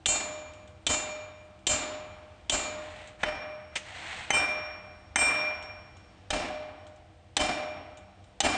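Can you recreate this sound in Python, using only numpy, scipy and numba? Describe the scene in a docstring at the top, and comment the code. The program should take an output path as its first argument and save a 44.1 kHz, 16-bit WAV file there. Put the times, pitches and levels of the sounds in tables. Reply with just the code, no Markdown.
"""A forge roars throughout as a hammer strikes a hot steel bar on an anvil, in a block-walled workshop.
Five sums of modes and resonant noise bands answer ten blows: crack, hammer, anvil, stand and room; four are end-on.
From 2.7 s bar and tongs slide as speed-driven friction noise; from 3.2 s the blows fall flat on the middle,
with a dry scuff at 3.75 s as the bar is laid down, and from 6.3 s they fall flat on the tip.
Flakes of scale and small clinks tick between blows as decaying noise; at each strong peak the level is limited."""
import sys
import numpy as np
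from scipy import signal
from scipy.fft import rfft, irfft, next_fast_len
from scipy.io import wavfile
from scipy.ndimage import uniform_filter1d, minimum_filter1d
from numba import njit

SR = 44100
rng = np.random.default_rng(int(sys.argv[2]) if len(sys.argv) > 2 else 0)


def elevation(decibels):
    """Turn decibel levels (scalar or array-like) into linear amplitude ratios."""
    levels = np.asarray(decibels, float)
    return 10 ** (levels / 20)


def to_wav(sig):
    """Store sig (one row per channel, or 1-D mono) as 16-bit WAV at the path in sys.argv[1].

    Samples outside -1..1 are clipped; the rate is SR.
    """
    pcm = np.clip(np.atleast_2d(sig), -1, 1) * 32767
    pcm = np.round(pcm).astype(np.int16)
    wavfile.write(sys.argv[1], SR, pcm.T)  # frames by channels


N = 377937  # samples

# Levels and colours are relative; "end-on", "middle" and "tip" say where the bar is struck.
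# Hammer blows: (time [s], crack [dB], ring [dB], room [dB], dullness [dB per octave])
BLOW_LIST = [(0.058, -8, -32.5, -29.5, -5.5), (.866, -5.5, -32.5, -29.5, 4.5),
             (1.6675, -9.5, -35, -27.5, 1), (2.4959, -10, -38.5, -28.5, -2.5),
             (3.2316, -13.5, -40.5, -35.5, 39), (4.3045, -3, -27, -28, 7.5),
             (5.158, -3, -23.5, -25.5, -1.7), (6.3035, -20, -40, -29, 17), (7.367, -3, -34, -26, 5),
             (8.4039, 3.5, -31.5, -24, 1)]
# Place struck by each blow: (0 end-on, 1 flat on the stiff middle, 2 flat on the soft hot tip)
STRUCK_PLACE = [0, 0, 0, 0, 1, 1, 1, 2, 2, 2]
# Clank of the contact: (frequency [Hz], width [Hz], end-on [dB], middle [dB], tip [dB])
CRACK_BANDS = [(294, 120, -21, -18.5, -18.5), (754, 800, -15.5, -9.5, -15), (1850, 1400, -14, 0, -5),
               (3350, 1500, 2, -11, 3), (4500, 4500, -14, -22, -2.5), (5900, 460, -5.5, -12, -8),
               (7820, 2000, -0.5, -7.5, -0.5)]
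# Modes of the anvil: (frequency [Hz])
ANVIL_MODE_HZ = [1497, 2331, 2376, 2735, 3112, 3655, 4315, 4710, 5098, 5521, 5526, 6045, 6213, 6660, 6794,
                 7080, 7110, 7178, 7477, 7577, 7721, 7838, 8242, 8349, 8468, 8721, 8815, 8850]
# For each of them: (t60 [s], end-on [dB], middle [dB], tip [dB])
ANVIL_MODES = [(1.3, -31.5, -18.5, -15), (1.1, -26.5, -21.5, -15.5), (1.05, -4, -0.5, -1.5),
               (0.52, -9, -19.5, -9), (0.32, -9, -33.5, -7.5), (0.89, -12.5, -19.5, -15),
               (0.66, -9, -27, -12.5), (0.23, -27, -27, -23.5), (0.5, -14.5, -19, -12),
               (1.294, -27.5, -12, -16.5), (0.84, -17.5, -20.5, -29), (0.29, -12, -24, -27.5),
               (.6, -15.5, -21.5, -19.5), (0.3, -5, -34, -23), (0.74, -6, -33.5, -14.5),
               (0.36, -7.5, -26, -33), (0.61, -1, -26, -14.5), (0.41, -26.5, -20.5, -15),
               (0.43, -9.5, -34.5, -35), (0.29, 1, -11.5, -9), (0.3, -8, -36, -34), (0.54, -11, -22.5, -14),
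               (0.29, -23.5, -6, -19.5), (0.43, -16, -25, -29.5), (.12, -10.5, -38.5, -36),
               (0.11, -4.5, -17, -28), (0.48, -20, -17.5, -9), (.45, -31, -20.5, -17.5)]
# Low modes of horn and stand: (frequency [Hz])
STAND_MODE_HZ = [41, 607.9, 688, 775]
# For each of them: (t60 [s], end-on [dB], middle [dB], tip [dB])
STAND_MODES = [(.4, -15.5, -16, -11.5), (1.2, -13.5, -11.5, -9.5), (0.45, -33, -18, -22),
               (0.96, -22, -17.5, -26.5)]
# Modes of the hammer head, soon damped by the hand: (frequency [Hz])
HAMMER_MODE_HZ = [800, 2095, 3053, 3620, 6213]
# For each of them: (t60 [s], end-on [dB], middle [dB], tip [dB])
HAMMER_MODES = [(0.066, -31, -12, -6), (0.062, -23, -8.5, -51), (0.19, -16.5, -12, -20),
                (.08, -24, -24, -18), (0.07, -23, -9.5, -11)]
# Dull thud of bar and block: (frequency [Hz], width [Hz], t60 [s], end-on [dB], middle [dB], tip [dB])
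THUD_BANDS = [(75.4, 61, 0.34, -18.5, -26.5, -20.5), (285, 90, 1.15, -20, -24, -15.5),
              (730, 170, 1.64, -24, -17.5, -14), (1145, 600, 1.61, -18, -14.5, -19.5),
              (1850, 1300, 1.3, -29, -10.5, -21.5)]
# Colour of the room sound: (frequency [Hz], density [dB per Hz])
ROOM_COLOUR = [(60, -19.5), (150, -23.5), (280, -24.5), (450, -22.5), (730, -15), (1100, -23),
               (2500, -21.5), (4500, -25.5), (7500, -28.5), (9300, -31)]
# Decay of the room: (frequency [Hz], t60 [s])
ROOM_DECAY = [(60, 0.69), (250, 1.4), (1000, 1.15), (2500, 1.27), (5000, 0.71), (9000, 0.48)]
# Room level above 3.5 kHz: (end-on [dB], middle [dB], tip [dB])
ROOM_TREBLE = [1.5, -8, -0.5]
# Bar and tongs sliding over the anvil face: (start [s], length [s], fastest [dB], share until fastest [1])
SLIDE_LIST = [(2.719, 0.46, -49, 0.5), (3.188, 0.15, -46, 0.37), (3.7, 0.32, -51.5, 0.53),
              (3.846, 0.52, -39.5, 0.55)]
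# Colour of the sliding: (frequency [Hz], level [dB])
SLIDE_COLOUR = [(200, -11.5), (450, -13.5), (750, 1), (1100, -7.5), (1950, 0), (3200, -6), (4300, -10.5),
                (4900, -19), (8300, -18), (9300, -27)]
# Colour of the bar being laid down: (frequency [Hz], level [dB])
SCUFF_COLOUR = [(200, -10), (600, -5), (1100, -8.5), (1850, 1.5), (2400, 3), (3100, 1), (4500, -7.5),
                (6500, -4.5), (9300, -13)]
# Flakes of scale and small clinks: (time [s], level [dB])
TICK_LIST = [(.535, -57), (0.675, -58), (1.59, -66.5), (3.074, -53), (5.625, -51.5), (5.969, -58.5),
             (6.867, -57.5), (6.96, -65.5), (7.972, -52.5), (8.24, -62)]
# Colour of the forge roar: (frequency [Hz], level [dB])
FORGE_COLOUR = [(20, -34), (30, -6), (80, 9.5), (150, -7), (300, -7.5), (450, -13), (760, -6), (1000, -16),
                (3000, -18.5), (4800, -26), (6000, -29.5), (9300, -34.5)]
# Blurred low tones of the forge: (frequency [Hz], width [Hz], level [dB])
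FORGE_TONE_BANDS = [(81, 14, -68.5), (93.5, 15, -61.5), (125.2, 11, -68.5), (192, 13, -68),
                    (320.5, 9.8, -69), (489, 11, -72)]

CONTACT_S = 0.0077  # t60 of the build-up of a contact
CRACK_T60_S, CRACK_TILT = 0.063, 1.3  # at 2 kHz; how much more the crack follows the brightness
EARLY_DB, EARLY_T60_S = 1.5, 0.075  # heard before the walls answer
ECHO_S, SWELL_S = 0.022, 0.032  # delay of the walls' answer, t60 of its build-up
RING_SCATTER_DB, RING_WAVER_DB = -1.2, 1.77
RING_SWELL_S, RING_SWELL_SHARE = 0.26, 0.28  # build-up of narrow lines: at most, share of their t60
RING_EARLY_DB, RING_EARLY_T60_S = 0, 0.33  # the anvil heard directly; t60 at most
EARLY_DULLS = 0.1  # loss of direct ring [dB] for each unit of dullness
ROOM_DULLS = 0.016  # tilt of the room sound [dB per octave] for each unit of dullness
STAND_DB, STAND_FOLLOWS, USUAL_ROOM_DB = -29, 0.16, -25  # the stand follows the force only a little
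HORN_HZ, HORN_T60_S, HORN_BLOOM_S, HORN_DB = 611, 1.246, 0.74, 7  # the level adds to the stand's
HORN_PHASE = 3.43  # radians at the blow; the note beats with the stand's neighbouring note
RATTLE_DB, RATTLE_T60_S = 3.5, 1.2
SPEED_POWER, GRIT_DB, SNAG_DB = 0.95, 1.5, 0.7  # level follows speed; fine grit, coarser snags
LAY_S, LAY_DB, LAY_RISE_S, LAY_T60_S = 3.7545, -14, 0.036, 0.06  # rise and decay as t60
LAY_TAIL_DB, LAY_TAIL_T60_S = -45, 0.63
TICK_T60_S, TICK_TAIL_DB, TICK_TAIL_T60_S = 0.039, -10.5, 0.24
FORGE_DB = -56
LIMIT_DB, HOLD_S, RELEASE_S = -13, 0.014, 0.0067
TOP_HZ = 9007


def blows():
    """Superposition: each impact excites contact, hammer, anvil, stand, horn and room together."""
    times, crack_db, ring_db, room_db, dullness = np.transpose(BLOW_LIST)
    stand_db = STAND_DB + STAND_FOLLOWS * (room_db - USUAL_ROOM_DB)
    bright = -ROOM_DULLS * dullness
    out = crack(times, crack_db, dullness, bright)
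    out += hammer(times, crack_db, dullness)
    out += anvil(times, ring_db, dullness)
    out += rings(STAND_MODE_HZ, STAND_MODES, answered, times, stand_db)
    out += horn(times, stand_db)
    tail = thud(times, room_db) + room(times, room_db, bright)
    # loose tools and separate echoes make the start of the tail clumpy
    clumps = RATTLE_DB * walk(130) * decays(times, 0.92, RATTLE_T60_S).real
    return out + tail * elevation(clumps)


def crack(times, crack_db, dullness, bright):
    """Impact noise: a brief contact excites broad bands, and the higher ones decay sooner."""
    out = 0
    for hz, width, *place_db in CRACK_BANDS:
        tilt_db = CRACK_TILT * bright * np.log2(hz / 2000)
        loss_db = 0.13 * dullness * max(np.log2(hz / 3200), 0)
        size = elevation(crack_db + np.take(place_db, STRUCK_PLACE) + tilt_db - loss_db)
        # the crack rises over a few milliseconds, then falls
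        rise = decays(times, size, CONTACT_S)
        fall = decays(times, size, CRACK_T60_S * (2000 / hz) ** 0.42)
        out += band(hz, width) * (fall - rise).real / 2
    return out


def hammer(times, crack_db, dullness):
    """Strong damping: the modes of the hammer head are heard at once and soon stopped by the hand."""
    return rings(HAMMER_MODE_HZ, HAMMER_MODES, swelled, times, crack_db, 3 * dullness) / 2


def anvil(times, ring_db, dullness):
    """Modal vibration: lines sound directly, then build up in the room, the narrow ones more slowly."""
    def bloom(times, sizes, t60, hz):
        """Resonant build-up: the swell takes a share of the decay time, up to a limit."""
        swell = min(RING_SWELL_S, t60 * RING_SWELL_SHARE)
        early_db = RING_EARLY_DB - EARLY_DULLS * dullness
        return answered(times, sizes, t60, hz, swell, early_db, min(RING_EARLY_T60_S, t60))

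    return rings(ANVIL_MODE_HZ, ANVIL_MODES, bloom, times, ring_db, dullness)


def horn(times, stand_db):
    """Energy storage: the horn's note keeps feeding the room, so it blooms late and fades evenly."""
    size = elevation(stand_db + HORN_DB) * np.exp(1j * HORN_PHASE)
    return swelled(times, size, HORN_T60_S, HORN_HZ, HORN_BLOOM_S).imag


def thud(times, room_db):
    """Damped resonance: bar and block sound as low noise bands that swell with the room."""
    out = 0
    for hz, width, t60, *place_db in THUD_BANDS:
        size = elevation(room_db + np.take(place_db, STRUCK_PLACE))
        out += band(hz, width) * answered(times, size, t60).real * 2
    return out


def room(times, room_db, bright):
    """Reverberation: the diffuse field is a set of noise bands, each with its own decay time."""
    out = 0
    for hz in 60 * 2 ** np.arange(0, 7.3, 0.4):
        size = elevation(room_db + bright * np.log2(hz / 2000) + table(ROOM_COLOUR, hz))
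        size *= np.sqrt(hz / 300)  # bands widen with frequency
        size *= elevation(np.take(ROOM_TREBLE, STRUCK_PLACE) * (hz > 3500))
        out += band(hz, hz / 3) * answered(times, size, table(ROOM_DECAY, hz)).real
    return out


def drag():
    """Friction: rough steel on steel gives a gritty hiss that follows the speed of each slide."""
    t, speed = np.arange(N) / SR, 0
    for start, length, db, fastest in SLIDE_LIST:
        # bend time so that the sine peaks at the fastest moment
        bend = np.log(0.5) / np.log(np.clip(fastest, 0.1, 0.9))
        along = np.clip((t - start) / length, 0, 1) ** bend
        speed = speed + elevation(db) * np.abs(np.sin(np.pi * along)) ** SPEED_POWER
    grit = elevation(GRIT_DB * walk(400) + SNAG_DB * walk(45))
    return noise(lambda f: elevation(table(SLIDE_COLOUR, f))) * grit * speed


def lay_down():
    """Friction and reverberation: a short scuff of steel on steel and its tail in the room."""
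    times = np.array([LAY_S])
    scuff = elevation(LAY_DB) * swelled(times, 1, LAY_T60_S, rise=LAY_RISE_S)
    tail = decays(times, elevation(LAY_TAIL_DB), LAY_TAIL_T60_S)
    return noise(lambda f: elevation(table(SCUFF_COLOUR, f))) * (scuff + tail).real


def ticks():
    """Impulse response: brittle clicks excite two treble bands and leave a short tail."""
    times, db = np.transpose(TICK_LIST)
    colour = band(3300, 1800) + 0.84 * band(7200, 2500)
    click = decays(times, elevation(db), TICK_T60_S)
    tail = decays(times, elevation(db + TICK_TAIL_DB), TICK_TAIL_T60_S)
    return colour * (click + tail).real


def forge():
    """Filtered noise: a broad roar with blurred low tones and a faint, flickering treble hiss."""
    roar = noise(lambda f: elevation(table(FORGE_COLOUR, f))) * elevation(FORGE_DB + walk(3))
    hiss = band(12000, 5000) * elevation(-74 + 3 * walk(27))
    tones = sum(elevation(db) * band(hz, width) for hz, width, db in FORGE_TONE_BANDS)
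    return roar + hiss + tones


def rings(hz_list, modes, shape, times, level_db, dullness=0):
    """Modal superposition: every blow excites all modes, neighbours in opposite phase; echoes flutter them."""
    scatter = rng.standard_normal((len(times), len(modes))).T
    waver = [elevation(RING_WAVER_DB * (walk(20) + walk(70))) for _ in range(4)]
    out = 0
    for k, (hz, (t60, *place_db)) in enumerate(zip(hz_list, modes)):
        loss_db = dullness * max(np.log2(hz / 5600), 0)
        db = level_db + np.take(place_db, STRUCK_PLACE) - loss_db + RING_SCATTER_DB * scatter[k]
        out = out + (-1) ** k * waver[k % 4] * shape(times, elevation(db), t60, hz).imag
    return 2 * out


def answered(times, sizes, t60, hz=0, swell=SWELL_S, early_db=EARLY_DB, early_t60=EARLY_T60_S):
    """Direct and reflected sound: an early part, then a swell once the walls have answered."""
    direct = swelled(times, sizes * elevation(early_db), early_t60, hz)
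    return direct + swelled(times, sizes, t60, hz, swell, ECHO_S)


def swelled(times, sizes, t60, hz=0, rise=CONTACT_S, late=0):
    """Build-up and decay: the difference of two exponentials starts from nothing."""
    return decays(times, sizes, t60, hz, late) - decays(times, sizes, rise, hz, late)


def decays(times, sizes, t60, hz=0, late=0):
    """Exponential decay: a jump late s after each time falls 60 dB in t60 s, turning at hz since that time."""
    kicks, wait = np.zeros(N, complex), int(late * SR)
    kicks[(times * SR).astype(int) + wait] = sizes * np.exp(2j * np.pi * hz * wait / SR)
    pole = np.exp((2j * np.pi * hz - np.log(1000) / t60) / SR)
    return signal.lfilter([1], [1, -pole], kicks)


def band(hz, width):
    """Resonance: noise shaped by one peak."""
    return noise(lambda f: 1 / (1 + ((f - hz) * 2 / width) ** 2))


def noise(gain):
    """Spectral shaping: white noise takes the gain(Hz) colour, at rms 1."""
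    size = next_fast_len(N)
    hz = np.arange(size // 2 + 1) * SR / size
    x = irfft(rfft(rng.standard_normal(size)) * gain(hz), size)[:N]
    return x / np.std(x)


def walk(rate):
    """Random modulation: levels held 1 / rate s and smoothed twice; spread near 1."""
    k = int(SR / rate)
    held = np.repeat(rng.standard_normal(N // k + 1), k)
    return 1.3 * uniform_filter1d(uniform_filter1d(held, k), k)[:N]


def table(points, hz):
    """Interpolation: straight lines between (Hz, value) points on a log-frequency axis."""
    f, v = np.transpose(points)
    return np.interp(np.log(np.maximum(hz, 1)), np.log(f), v)


def scene():
    """Superposition of all sources in one channel."""
    return (blows() + drag() + lay_down() + ticks() + forge())[None]


@njit
def release(gain, step):
    """Gain control: the gain drops at once and climbs back smoothly."""
    out, g = np.empty(len(gain)), 1.
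    for i in range(len(gain)):
        g = min(gain[i], g + step * (gain[i] - g))
        out[i] = g
    return out


def band_limit(x):
    """A steep low-pass at the top of the band."""
    return signal.sosfilt(signal.butter(12, 9880, fs=SR, output="sos"), x)


def record(dry):
    """Peak limiting and low-pass filtering: the gain is held before release, then the top is cut steeply."""
    need = np.minimum(1, elevation(LIMIT_DB) / (np.abs(dry[0]) + 1e-9))
    hold = int(HOLD_S * SR)
    held = minimum_filter1d(need, size=hold, origin=(hold - 1) // 2)
    limited = dry * release(held, 1 / (RELEASE_S * SR))
    low_pass = signal.ellip(8, 0.3, 60, TOP_HZ, fs=SR, output="sos")
    return band_limit(signal.sosfilt(low_pass, limited))


dry = scene()
out = record(dry)
to_wav(out)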